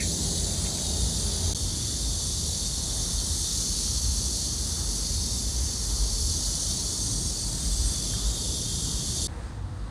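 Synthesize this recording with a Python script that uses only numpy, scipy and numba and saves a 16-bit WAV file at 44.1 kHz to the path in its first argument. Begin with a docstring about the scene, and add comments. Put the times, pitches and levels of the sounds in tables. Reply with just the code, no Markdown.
"""A tree-lined riverside path near town: three shots joined by short silences, one microphone for both channels.
In the first two a cicada chorus drones from the trees, one singer near enough for its buzz to throb:
trains of clicks ring resonances, and echoes blur the far singers. Bands of noise make the town's rumble,
a faint hum in the first shot and grit under a shoe close by. In the last shot only the rumble
and a thin rustle of leaves remain."""
import sys
import numpy as np
from scipy import signal
from scipy.fft import rfft, irfft
from scipy.io import wavfile
from scipy.ndimage import uniform_filter1d
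from numba import njit

SR = 44100
rng = np.random.default_rng(int(sys.argv[2]) if len(sys.argv) > 2 else 0)


def log_audio(samples):
    """Write samples as a 16-bit WAV file to the path given in sys.argv[1]."""
    # one column per channel
    frames = np.atleast_2d(samples).T
    # limit to full scale, then quantise
    limited = np.clip(frames, -1, 1)
    pcm = np.round(limited * 32767).astype(np.int16)
    wavfile.write(sys.argv[1], SR, pcm)


def makeup_ratio(level_db):
    """Linear amplitude ratio for a level in decibels (20 dB per factor of ten)."""
    decades = np.asarray(level_db, float) / 20
    return 10 ** decades


N = 436590
T = np.arange(N) / SR
F = np.fft.rfftfreq(N, 1 / SR) + 1e-3  # Hz, kept above zero for the logarithm

# The three shots: (start [s], end [s], fade-out [s])
SHOTS = [(0, 1.5353, .0004), (1.5477, 9.273, .005), (9.2795, 9.9, .0004)]
# The walker on the path: (time [s], chorus level [dB], microphone lifted from path to sky [0-1])
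WALKER = [(0, 1.5, 0.24), (.5, 1, 0.25), (1.53, 0, 0.27), (1.55, -1, 0.27), (2.6, -1, 0.2),
          (3.1, -0.5, 0.3), (3.6, 0.5, 0.9), (4.1, 0.3, 1), (5.2, 0, 0.96), (6.2, 0, 1), (6.7, 1, 0.84),
          (7.2, -0.5, 1), (7.7, -1, 0.84), (8.2, -0.8, 0.03), (8.8, -1.5, 0), (9.27, -0.3, 0)]
# Rings of a cicada's drum and hollow belly, before the walker's changes: (centre in first shot [Hz],
# centre in second [Hz], level in first [dB], level in second [dB], change with microphone to the sky [dB])
CICADA_RINGS = [(3820, 3558, -43.5, -41.5, -6.5), (4650, 4500, -42, -39.5, 0), (6100, 6110, -38.5, -37, 1),
                (7350, 7570, -42.5, -43.5, -2.5), (8020, 8150, -45.5, -49, -1),
                (9620, 9180, -40.5, -44.5, -0.5), (10770, 10200, -47, -44, -0.5),
                (13200, 13070, -56.5, -55, 0.5)]
# Width of each ring, for one pass of the resonance: (first shot [Hz], second shot [Hz])
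RING_WIDTHS = [(1190, 545), (950, 840), (1720, 2060), (900, 1100), (350, 500), (1600, 2700), (1200, 2600),
               (3200, 2000)]
# The near singer's share of the drone's power, before each ring's gain: (time [s], share [0-1])
NEAR_SHARE = [(0, 0.26), (1.5, 0.27), (1.6, 0.2), (4, 0.28), (5.5, 0.33), (7, 0.21), (8, 0.16), (9.3, 0.16)]
# How far the near singer stands out, as a gain on that share, one per ring: (gain [dB])
NEAR_GAINS = [-5.5, 3, 0.5, 3, -3, -3, -1, -2]
# A shriller singer joins for a while: (start [s], length [s], level [dB], centre [Hz])
SHRILL_SINGER = [(.1, 1.4, -50, 8240), (6.796, 1.3, -43.5, 8310)]
# Grit under a shoe: (time halfway up the rise [s], peak level [dB], centre [Hz], width [Hz], rise [s])
SCUFFS = [(-.005, -38, 2200, 300, .012), (-.005, -41, 2430, 250, .011), (-.003, -43, 1830, 250, .014),
          (.03, -45, 2250, 450, .011), (.648, -50, 1800, 500, .004), (.66, -48, 2300, 600, .005),
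          (.67, -50, 2000, 500, .004), (.776, -50, 2200, 1000, .007), (.785, -47, 1300, 1500, .0015),
          (8.136, -46.5, 1620, 400, .0035), (8.143, -50, 880, 250, .005)]
# Town level in each shot, before swells, sky and breeze:
# (deep drone [dB], upper drone [dB], low roar [dB], high roar [dB])
TOWN_LEVELS = [(-36.5, -34, -37, -46.5), (-35, -40, -38.5, -50.5), (-36.5, -46.5, -41.5, -47)]
# Brief swells of the drones and low roar: (time [s], peak level added [dB],
# time from peak to 1/e of power [s], layer [0 deep drone, 1 upper drone, 2 low roar])
DRONE_AND_ROAR_SWELLS = [(.96, -33, 0.12, 0), (1.6, -36, .12, 0), (3.1, -27, 0.14, 0),
                         (3.73, -30, 0.067, 0), (4.1, -37, 0.16, 0), (5.65, -29.5, 0.11, 0),
                         (6.1, -26.5, 0.14, 0), (6.9, -44, 0.44, 0), (7.8, -28, 0.13, 0),
                         (8.282, -29, 0.032, 0), (9.07, -43, 0.058, 0), (.1, -38, 0.27, 1),
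                         (1.34, -50, 0.1, 1), (1.85, -37, 0.62, 1), (3.3, -35.5, 0.11, 1),
                         (4.1, -30, 0.15, 1), (4.72, -33.5, 0.11, 1), (5.2, -31.5, 0.14, 1),
                         (6.3, -32, 0.069, 1), (7.3, -36, 0.13, 1), (7.86, -39, 0.11, 1),
                         (8.5, -41, 0.1, 1), (8.862, -37.5, 0.1, 1), (9.3, -37, 0.066, 1),
                         (9.69, -35.5, 0.067, 1), (7.3, -41.5, 0.62, 2), (9.2, -42.5, 0.079, 2)]
# Engine drones: (centre in first, second and third shot [Hz], width [Hz])
ENGINE_DRONES = [(52.8, 50.6, 54.3, 16.7), (84, 74, 86, 25.4)]
# Colour of roar and rustle, and near 3050 Hz in the second shot the cicadas' lower skirt,
# one list per shot: (frequency [Hz], gain [dB])
ROAR_COLOURS = [
    [(59, -34), (100, -10), (180, -2), (285, -13.5), (409, -14), (477, -19.5), (639, -23), (900, -29.5),
     (1100, -35), (2000, -36), (2800, -43), (3640, -51), (6160, -120)],
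    [(59, -35), (100, 2.5), (146, -5), (177, -5), (366, -14.5), (540, -19.5), (1010, -23), (1500, -28.5),
     (2000, -29.5), (2300, -32.5), (2600, -33), (2800, -31), (3050, -25), (3300, -30), (3640, -33),
     (6160, -120)],
    [(59, -37.5), (100, -2.5), (118, -12.5), (172, -16.5), (328, -23.5), (412, -33), (467, -22.5),
     (638, -32), (679, -28.5), (890, -28.5), (1300, -32), (1900, -36.5), (2300, -42), (3100, -44),
     (3900, -41.5), (4850, -42), (5150, -47), (6500, -45), (7000, -50), (7900, -50), (8100, -42),
     (8800, -47), (10500, -54), (11300, -64), (14500, -64)],
]
# Leaves in the last shot as the breeze drops: (time [s], change of the high roar [dB])
BREEZE = [(9.28, -2.5), (9.45, -1), (9.6, -4.5), (9.9, -3.5)]
# A machine somewhere near the first shot: (centre [Hz], width [Hz], level [dB])
MACHINE_HUM = [(151, 34, -44.5), (176, 10.4, -47), (398, 5.5, -52.5)]
# Overall response, weak in deep bass, with two narrow treble notches: (frequency [Hz], gain [dB])
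RESPONSE = [(20, -23), (38, -3), (50, 0), (11000, 2.5), (11500, -0.5), (11650, -18), (11780, -43),
            (11900, -40), (12020, -24), (12150, -10), (12500, -1), (14300, 1), (14550, 0), (14750, -60),
            (15200, -60), (15300, -16), (15690, -8)]

THROB_HZ, RIBS = 42.78, 6  # muscle pulls per second, drum ribs buckling in each pull


def cicadas():
    """Far singers merge to a hiss combed by the wet path; the near one keeps its throb in every ring."""
    near = clicks(THROB_HZ, wander=0.0016, jitter=0.00014, lean=0.2)
    crowd = 0
    for pull_hz in THROB_HZ * rng.uniform(0.8, 1.25, size=8):
        crowd = crowd + makeup_ratio(0.48 * walk(2.6)) * clicks(pull_hz, wander=0.0051, jitter=0.00002, lean=0.43)
    common_swell = walk(5.6)
    chorus_db, sky = curves(WALKER)
    near_share = curves(NEAR_SHARE)[0]
    chorus = 0
    for row, width, near_db in zip(CICADA_RINGS, RING_WIDTHS, NEAR_GAINS):
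        first_hz, second_hz, first_db, second_db, sky_db = row
        # Each ring gets echoes of its own
        far = unit(echoes(crowd, seconds=0.023, rate=7, count=5) + makeup_ratio(-3.5) * rng.standard_normal(N))
        far = wet_path(far)
        share = np.clip(near_share * makeup_ratio(near_db), 0, 1)
        drone = np.sqrt(1 - share) * far + np.sqrt(share) * scatter(near, seconds=0.0077)
        hz = by_shot([first_hz, second_hz]) * (1 + 0.009 * walk(1.143))
        level_db = by_shot([first_db, second_db]) + chorus_db + sky_db * sky
        flutter_db = 0.15 * walk(1.6) + 0.5 * common_swell + 0.14 * walk(18)
        chorus = chorus + makeup_ratio(level_db + flutter_db) * unit(ring(drone, hz, by_shot(width)))
    chorus = chorus + shrill_singer(far)
    # Small drums radiate little below 2860 Hz
    high_pass = signal.butter(4, 2860, "high", fs=SR, output="sos")
    return signal.sosfilt(high_pass, chorus) * (T < SHOTS[1][1])


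def clicks(hz, wander, jitter, lean):
    """One singer: drum ribs buckle in turn, the first hardest, once for each pull of the muscle."""
    phase = np.cumsum(hz * RIBS * (1 + wander * walk(2)) / SR) + rng.random() * RIBS
    at = np.flatnonzero(np.diff(np.floor(phase)))
    size_chance, time_chance = rng.standard_normal((len(at), 2)).T
    rib = np.floor(phase[at + 1]) % RIBS
    size = np.exp(-lean * rib) * makeup_ratio(2.0 * size_chance)
    sample = np.clip(at + jitter * SR * time_chance, 0, N - 1).astype(int)
    out = np.zeros(N)
    np.add.at(out, sample, size)
    return unit(out)


def echoes(x, seconds, rate, count):
    """Echo patterns of bank and trees trade places as the walker moves: strands come and go, the sum holds level."""
    t = np.arange(int(4 * seconds * SR)) / SR
    weights = np.array([walk(rate) for _ in range(count)])
    paths = []
    for _ in range(count):
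        tail = rng.standard_normal(len(t)) * np.exp(-t / seconds)
        paths.append(signal.oaconvolve(x, tail)[:N])
    return unit(np.sum(weights * paths, axis=0) / np.sqrt(np.sum(weights ** 2, axis=0)))


def wet_path(far):
    """The wet path mirrors the chorus: a delayed copy combs it, drifting as the walker moves."""
    delay = rng.uniform(0.002, 0.004) + 0.00014 * walk(4.5)  # s
    return unit(far + makeup_ratio(-7) * np.interp(T - delay, T, far))


def scatter(x, seconds):
    """Leaves and ground smear each click into a short tail of fresh noise."""
    keep = np.exp(-1 / (seconds * SR))
    power = signal.lfilter([1], [1, -keep], x ** 2)
    return unit(np.sqrt(power) * rng.standard_normal(N))


def shrill_singer(far):
    """A shriller singer rings the far hiss in one narrow band, fading in and out."""
    out = 0
    for start, length, db, hz in SHRILL_SINGER:
        fade = np.clip(np.minimum(T - start, start + length - T) / 0.2, 0, 1)  # 0.2 s each way
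        out = out + makeup_ratio(db) * fade * unit(ring(far, hz, 420))
    return out


def scuffs():
    """Grit close to the microphone: short bursts of ringing noise, quick to rise and slower to fade."""
    out = 0
    for s, db, hz, width, rise in SCUFFS:
        u = np.clip((T - s) / rise + 0.5, 0, 20)
        out = out + makeup_ratio(db) * u * np.exp(1 - u) * unit(ring(rng.standard_normal(N), hz, width))
    return out


def traffic():
    """Town rumble: brief swells add power to the engine drones and to the low roar."""
    deep_db, upper_db, low_db, high_db = (by_shot(column) for column in np.transpose(TOWN_LEVELS))
    low_db = low_db - 1.5 * curves(WALKER)[1]  # softer as the microphone faces the sky
    power = [makeup_ratio(deep_db) ** 2, makeup_ratio(upper_db) ** 2, makeup_ratio(low_db) ** 2]
    for s, db, length, layer in DRONE_AND_ROAR_SWELLS:
        swell = makeup_ratio(db) ** 2 * np.exp(-((T - s) / length) ** 2)
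        power[round(layer)] = power[round(layer)] + swell
    high_db = high_db + curves(BREEZE)[0] * (T > SHOTS[2][0])
    low_roar = roar(np.sqrt(power[2]), 113 * 2 ** np.arange(0, 2.1, 0.5))
    high_roar = roar(makeup_ratio(high_db), 640 * 2 ** np.arange(0, 4.6, 0.5))
    return engine_drones(power) + low_roar + high_roar


def engine_drones(power):
    """Engines on the bridge blur to two low drones: noise through narrow, wandering resonances."""
    out = 0
    for (*shot_hz, width), drone_power in zip(ENGINE_DRONES, power):
        hz = by_shot(shot_hz) * (1 + 0.036 * walk(2.0))
        out = out + np.sqrt(drone_power) * unit(ring(rng.standard_normal(N), hz, width))
    return out


def roar(gain, centres_hz):
    """Tyres, water and leaves: half-octave-spaced noise bands flicker alone, coloured for each shot."""
    bands = 0
    for hz in centres_hz:
        flicker = makeup_ratio(1.3 * walk(7))
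        bands = bands + flicker * unit(ring(rng.standard_normal(N), hz, hz / 2)) * np.sqrt(hz)
    out = 0
    for (start, end, _), points in zip(SHOTS, ROAR_COLOURS):
        coloured = unit(irfft(rfft(bands) * colour(points), N))
        out = out + gain * coloured * (T > start - 0.004) * (T < end + 0.002)
    return out


def hum():
    """A machine's hum: noise through three narrow resonances gives wavering tones."""
    out = 0
    for hz, width, db in MACHINE_HUM:
        out = out + makeup_ratio(db) * unit(ring(rng.standard_normal(N), hz, width))
    return out * (T < SHOTS[0][1])


def ring(x, hz, width):
    """A resonance applied twice, so its flanks fall steeply."""
    g = np.tan(np.pi * hz / SR) + np.zeros(N)
    k = width / hz + np.zeros(N)
    return svf(svf(x, g, k), g, k)


@njit
def svf(x, g, k):
    """State-variable band-pass whose centre may move every sample."""
    y, b, l = np.empty(len(x)), 0., 0.
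    for i in range(len(x)):
        v = (b + g[i] * (x[i] - l)) / (1 + g[i] * (g[i] + k[i]))
        b, l, y[i] = 2 * v - b, l + 2 * g[i] * v, k[i] * v
    return y


def walk(rate):
    """Random levels, rate of them a second, slewed twice; spread near 1."""
    k = int(SR / rate)
    held = np.repeat(rng.standard_normal(N // k + 1), k)
    return 1.5 * uniform_filter1d(uniform_filter1d(held, k), k)[:N]


def colour(points):
    """Gain over frequency, from (frequency [Hz], gain [dB]) points."""
    hz, db = np.transpose(points)
    return makeup_ratio(np.interp(np.log(F), np.log(hz), db))


def curves(table):
    """Columns of (time [s], value, ..) rows, drawn sample by sample."""
    s, *columns = np.transpose(table)
    return [np.interp(T, s, column) for column in columns]


def by_shot(values):
    """One value held through each shot; the last holds to the end."""
    ends = [end for _, end, _ in SHOTS[:len(values) - 1]]
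    return np.asarray(values)[np.searchsorted(ends, T)]


def unit(x):
    """Scale to rms 1."""
    return x / np.sqrt(np.mean(x ** 2))


def scene():
    """Trees, town, machine and shoe all reach one microphone, heard in both channels."""
    return np.tile(cicadas() + traffic() + hum() + scuffs(), (2, 1))


def low_pass(x):
    """Removes everything above the highest recorded frequency."""
    return signal.sosfilt(signal.butter(12, 15700, fs=SR, output="sos"), x)


def record(dry):
    """The overall response is weak in deep bass and has two treble notches; gaps join the shots."""
    heard = irfft(rfft(dry) * colour(RESPONSE), N)
    shots_on = 0
    for start, end, fade in SHOTS:
        fade_in = np.clip((T - start) / 0.002 + 0.5, 0, 1)
        shots_on = shots_on + fade_in * np.clip((end - T) / fade, 0, 1)
    return low_pass(heard * shots_on)


dry = scene()
out = record(dry)
log_audio(out)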